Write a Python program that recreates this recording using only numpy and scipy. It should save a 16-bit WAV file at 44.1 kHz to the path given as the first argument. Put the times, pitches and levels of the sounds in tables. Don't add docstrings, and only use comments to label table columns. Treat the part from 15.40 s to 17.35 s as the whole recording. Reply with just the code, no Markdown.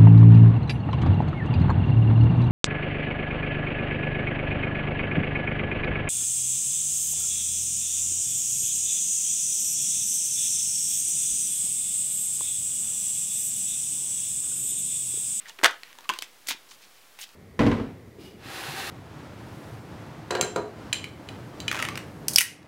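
import sys
import numpy as np
from scipy import signal
from scipy.fft import rfft, irfft
from scipy.io import wavfile
from scipy.ndimage import uniform_filter1d

SR = 44100
rng = np.random.default_rng(int(sys.argv[2]) if len(sys.argv) > 2 else 0)


def transcribe(signal):
    frames = np.atleast_2d(signal).T
    limited = np.clip(frames, -1, 1)
    pcm = np.round(limited * 32767).astype(np.int16)
    wavfile.write(sys.argv[1], SR, pcm)


def invert_db(level):
    return 10 ** (np.asarray(level, dtype=float) / 20)


N = 85995


def rms_one(x):
    return x / np.sqrt(np.mean(x ** 2) + 1e-20)


def at_hz(points, hz):
    table_hz, values = np.array(points).T
    return np.interp(np.log(hz), np.log(table_hz), values)


def coloured(x, gain):
    hz = np.maximum(np.fft.rfftfreq(len(x), 1 / SR), 10)
    return irfft(rfft(x) * gain(hz), len(x))


def band(x, low_hz, high_hz, order=1):
    return signal.sosfilt(signal.butter(order, [low_hz, high_hz], "band", fs=SR, output="sos"), x)


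def decaying(hz, t60, t):
    onset = 1 - np.exp(-t * hz / 0.26)
    return np.sin(2 * np.pi * hz * t) * invert_db(-60 * t / t60) * onset


def rings(rows):
    t = np.arange(N) / SR
    out = np.zeros(N)
    for start, db, hz, t60 in rows:
        out += invert_db(db) * decaying(hz, t60, np.maximum(t - start, 0))
    return out


# (time [s], ring level [dB], ring pitch [Hz], ring t60 [s], crack level [dB])
SLAP = [(.2326, -15, 1680, 0.007, -22), (.2355, -9, 827, 0.011, -52), (.2373, -29, 4670, 0.0018, -8.5),
        (.2376, -11.5, 1040, 0.013, -9.5), (.2392, -6, 2170, 0.0041, -54), (.2444, -2, 2340, 0.0051, 1),
        (.2447, -19, 4230, 0.0021, -11), (.2462, -9, 1800, 0.0083, -5), (.2508, -2.5, 1480, 0.0072, -10),
        (.2530, -9.5, 1750, 0.011, -12.5), (.2561, -4, 1760, 0.0046, -13), (.2563, -14, 4100, 0.0022, -20),
        (.2578, 4, 2030, 0.0046, -11), (.2593, -4.5, 1434, 0.0095, -19), (.2603, -0.5, 1504, 0.01, -18),
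        (.2610, -11, 6140, 0.0037, -32), (.2632, -14, 3600, 0.0062, -32), (.2760, -25, 1770, 0.0037, -43),
        (.3105, -30.5, 1620, 0.0074, -23.5)]
SNAPS = [(.6917, -9, 2750, 0.008, -16), (.6922, -19, 1160, 0.012, -55), (.6972, -12, 1880, 0.0048, -18.5),
         (.6980, -14, 1036, 0.033, -51), (.7028, -26, 1120, 0.018, -48), (.7075, -20, 1010, 0.0075, -45),
         (.7005, -20, 3150, 0.0084, -50), (.7047, -15.5, 2860, 0.0031, -49),
         (.7373, -25.5, 2730, 0.01, -26.5), (.7883, -24, 4000, 0.0034, -18),
         (.7900, -28, 4580, 0.0092, -42), (.8223, -23.5, 2380, 0.0085, -24.5),
         (.8230, -22, 5330, 0.004, -19.5), (1.0715, -21, 6850, 0.0017, -24.5),
         (1.0868, -17.5, 2020, 0.0066, -35), (1.0870, -23.5, 3700, 0.0077, -15),
         (1.0898, -27, 2050, 0.014, -19.5), (1.1062, -15, 2300, 0.0057, -35),
         (1.1096, -12.5, 3360, 0.006, -20.5), (1.1100, -22, 940, 0.012, -42),
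         (1.1155, -20, 2380, 0.0062, -41)]
TICKS = [(.0580, -46, 1910, .012, -64), (.0955, -33, 3540, 0.011, -33), (.0980, -48.5, 878, 0.065, -55),
         (.1885, -24.5, 3040, 0.0023, -45), (.1915, -20.5, 1890, 0.0024, -48),
         (.2000, -33, 1500, .005, -51), (.2140, -21, 1180, 0.0021, -36), (.4335, -22, 2620, 0.0016, -28.5),
         (.5055, -41, 2480, 0.0077, -61), (.5290, -35.5, 1900, 0.0056, -37), (.5535, -52, 2200, .003, -42),
         (.5870, -39, 950, 0.035, -66), (.5868, -32, 3600, 0.0048, -41), (.6080, -38, 930, 0.0069, -64),
         (.6082, -41, 3600, .003, -37), (.6545, -38.5, 1143, 0.04, -60), (.7600, -52, 990, 0.027, -62),
         (.8110, -33, 4200, 0.007, -61), (1.2780, -48, 1020, 0.017, -62),
         (1.3150, -39.5, 2330, 0.0087, -44), (1.3160, -44.5, 1120, 0.021, -51),
         (1.7896, -32, 2700, 0.0058, -34), (1.8390, -49, 4000, .004, -31),
         (1.8910, -41, 2600, 0.0073, -37.5)]


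def contacts():
    upper_ratio, upper_db = 1.75, -5.5
    flutter_db, flutter_s = -17, 0.004
    crack_s, crack_low_hz, crack_ratio = 0.00066, 1380, 1.74
    length = 4000
    out, t = np.zeros(N + length), np.arange(length) / SR
    for start, ring_db, hz, t60, crack_db in SLAP + SNAPS + TICKS:
        rattle_noise, crack_noise = rng.standard_normal((2, length))
        ring = decaying(hz, t60, t)
        ring += invert_db(upper_db) * decaying(min(hz * upper_ratio, 15000), t60 * 0.21, t)
        rattle = rms_one(band(rattle_noise, hz * 0.7, hz * 1.7))
        ring += invert_db(flutter_db) * rattle * np.exp(-t / min(flutter_s, t60 / 2))
        crack = band(crack_noise * np.exp(-t / crack_s), crack_low_hz, min(hz * crack_ratio, 14000))
        crack /= np.abs(crack).max()
        i = int(start * SR)
        out[i:i + length] += invert_db(ring_db) * ring + invert_db(crack_db) * crack
    return out[:N]


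# (time [s], level [dB], pitch [Hz], t60 [s])
SLIPS = [
    (.0505, -48, 2050, .012),
    (.0580, -38.5, 1900, 0.021),
    (.0670, -41, 1800, 0.022),
    (.0750, -44, 1780, .012),
    (.0860, -47.5, 907, .05),
    (.0980, -36, 1830, 0.016),
    (.0995, -41, 2810, 0.0088),
    (.1000, -45, 5000, .006),
    (.1050, -39.5, 2880, .03),
         (.2330, -21, 5540, 0.0048), (.2375, -20, 5360, 0.0049), (0.24, -12, 1650, .006),
           (0.2445, 0, 3250, 0.0057), (.2448, -14, 4830, 0.0078), (.2480, -13, 2920, .006),
           (0.254, -17, 5600, .005), (0.2546, -4, 1230, 0.0042), (0.262, -13, 2660, 0.0069),
           (.2675, -20, 2050, 0.0084), (.2715, -25, 1680, .007), (.2340, -9.5, 520, 0.0085),
           (.2500, -11.5, 780, 0.0093), (.2560, -12, 2600, .005), (.2800, -22, 1530, 0.0071),
           (.2990, -21, 1410, 0.015),
         (.6930, -27, 4300, 0.0057), (.6972, -16.5, 1590, 0.01), (.6945, -27.5, 2200, 0.013),
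         (.7130, -30, 1150, 0.0057), (.7170, -30, 3260, 0.017), (.7240, -32, 1490, .03),
         (.7005, -22, 2000, .005), (.7090, -34, 1600, .006), (.7270, -38, 3250, .02),
         (.7895, -22, 3150, .005), (.8230, -20.5, 3300, 0.0074), (.8255, -20, 2540, 0.0034),
         (.8300, -28, 2010, .009), (1.0715, -33, 2080, 0.0083), (1.0850, -21, 4480, .009),
         (1.0905, -24, 3350, .007), (1.1062, -18.5, 3570, .004), (1.1095, -27, 2400, 0.0044),
         (.4340, -24, 4200, 0.0035), (.5295, -39, 5800, 0.0044), (.4350, -44, 1970, 0.034),
         (.5050, -51, 1110, .04), (.6550, -48, 2630, .015), (1.3115, -38.5, 5870, .012),
         (1.3125, -45, 3070, .012), (1.7990, -31, 2400, .005), (1.8140, -32, 6500, 0.0089),
         (1.8240, -34, 2950, .008), (1.8280, -39, 4400, 0.0087), (1.8300, -29, 3050, .007),
         (1.8338, -34, 2600, .006), (1.8415, -31, 3000, 0.0076)]


def catching_edges():
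    return rings(SLIPS)


# (start [s], rise [s], hold [s], level [dB], centre [Hz])
SLIDES = [(-.02, 0.0093, 0.039, -53.5, 1900), (0.039, 0.017, 0.037, -50.5, 1900),
          (0.063, 0.023, 0.009, -45.5, 3900), (0.2315, 0.00083, 0.029, -29.5, 1980),
          (0.438, 0.011, 0.065, -55, 2000), (0.537, 0.013, 0.1, -61, 1090),
          (0.637, 0.0049, 0.0092, -53, 2480), (0.694, 0.0039, 0.068, -47.5, 1600),
          (0.699, 0.0056, 0.071, -52, 3320), (0.815, 0.0043, .025, -45.5, 3900),
          (1.059, 0.011, 0.015, -45.5, 2420), (1.0715, 0.0009, 0.0087, -40.5, 6440),
          (1.0828, 0.00041, 0.012, -32, 4500), (1.083, .001, 0.015, -32.5, 11000),
          (1.094, 0.0023, 0.031, -34, 3000), (1.281, 0.0094, 0.059, -55, 4400),
          (1.3095, .001, 0.0092, -49.5, 4000), (1.405, 0.018, 0.027, -54.5, 3430),
          (1.542, 0.016, 0.029, -61, 3020), (1.786, 0.0018, 0.022, -48.5, 2700),
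          (1.788, .002, 0.047, -48.5, 12000), (1.803, 0.0078, 0.0079, -43.5, 6800),
          (1.806, 0.0093, 0.027, -42.5, 3460), (1.892, .005, 0.0073, -59, 2480)]


def slides():
    fall_s, width_octaves, skirt_db, grain_db = 0.0075, 1, -21, 3.2
    out, t = np.zeros(N), np.arange(N) / SR
    for start, rise, hold, level_db, hz in SLIDES:
        unevenness = rms_one(band(rng.standard_normal(N), 39, 604))
        grains = rng.standard_normal(N) * invert_db(grain_db * unevenness)

        def friction_colour(f):
            hump = 1 / (1 + (np.log2(f / hz) / width_octaves) ** 4)
            return hump + invert_db(skirt_db) * f / (f + hz)

        swell = np.clip((t - start) / rise, 0, 1) ** 2
        stop = np.exp(-np.clip(t - start - rise - hold, 0, 1) / fall_s)
        out += invert_db(level_db) * swell * stop * rms_one(coloured(grains, friction_colour))
    return out


# (time [s], level [dB], pitch [Hz], t60 [s])
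THUDS = [(0.191, -43, 380, 0.081), (0.2325, -23.5, 316, 0.029), (.240, -20.5, 546, 0.025),
         (0.248, -48, 129, 0.094), (0.691, -39.5, 206, 0.09), (.715, -39, 343, 0.073),
         (.790, -36, 510, 0.01), (0.822, -47.5, 275, 0.046), (1.088, -42.5, 306, 0.046),
         (1.109, -37.5, 280, 0.048), (1.147, -39, 304, 0.021), (1.789, -45, 856, 0.026)]


def thuds():
    return rings(THUDS)


# (frequency [Hz], t60 [s])
ROOM = [(200, 0.21), (600, 0.27), (1500, 0.24), (4000, 0.23), (10000, 0.21)]


def room(x):
    top_hz, gap_s = 5000, 0.0026
    t = np.arange(SR // 2) / SR
    edges = 120 * 2 ** np.arange(0, 7.6, 0.5)
    white = rng.standard_normal((2, len(t)))
    tail = np.zeros(len(t))
    for k, (low, high) in enumerate(zip(edges, edges[1:])):
        t60 = at_hz(ROOM, np.sqrt(low * high))
        tail += band(white[k % 2], low, high, order=2) * invert_db(-60 * t / t60)
    tail = signal.lfilter(*signal.butter(1, top_hz, fs=SR), tail)
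    tail *= np.clip(t / gap_s - 1, 0, 1)
    return signal.fftconvolve(x, tail / np.sqrt(np.sum(tail ** 2)))[:N]


# (frequency [Hz], level per Hz [dB])
HISS = [(20, -5), (60, -11.5), (150, -3), (500, 0), (1300, 0.5), (3000, -1.5), (8000, -7.5), (16000, -10)]


def hiss():
    noise = coloured(rng.standard_normal(N), lambda hz: invert_db(at_hz(HISS, hz)))
    return invert_db(-55.5) * rms_one(noise)


def ducking(x):
    from_db, share, release_db_per_s = -19, 0.21, 105
    ramp = release_db_per_s * np.arange(N) / SR
    level_db = 10 * np.log10(uniform_filter1d(x ** 2, size=400) + 1e-12)
    held_db = np.maximum.accumulate(level_db + ramp) - ramp
    return invert_db(-share * np.maximum(held_db - from_db, 0))


def scene():
    cards = contacts() + catching_edges() + slides()
    no_bass = signal.butter(3, 315, "high", fs=SR, output="sos")
    cards = signal.sosfilt(no_bass, cards) + thuds()
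    return (cards + invert_db(-15.5) * room(cards) + ducking(cards) * hiss())[None]


def band_limit(x):
    return signal.sosfilt(signal.butter(12, 16500, fs=SR, output="sos"), x)


def record(dry):
    top_cut = signal.ellip(10, 0.3, 40, 15800, fs=SR, output="sos")
    mix = np.clip(signal.sosfilt(top_cut, dry), -1, 1) + 0.001
    return band_limit(mix)


dry = scene()
out = record(dry)
transcribe(out)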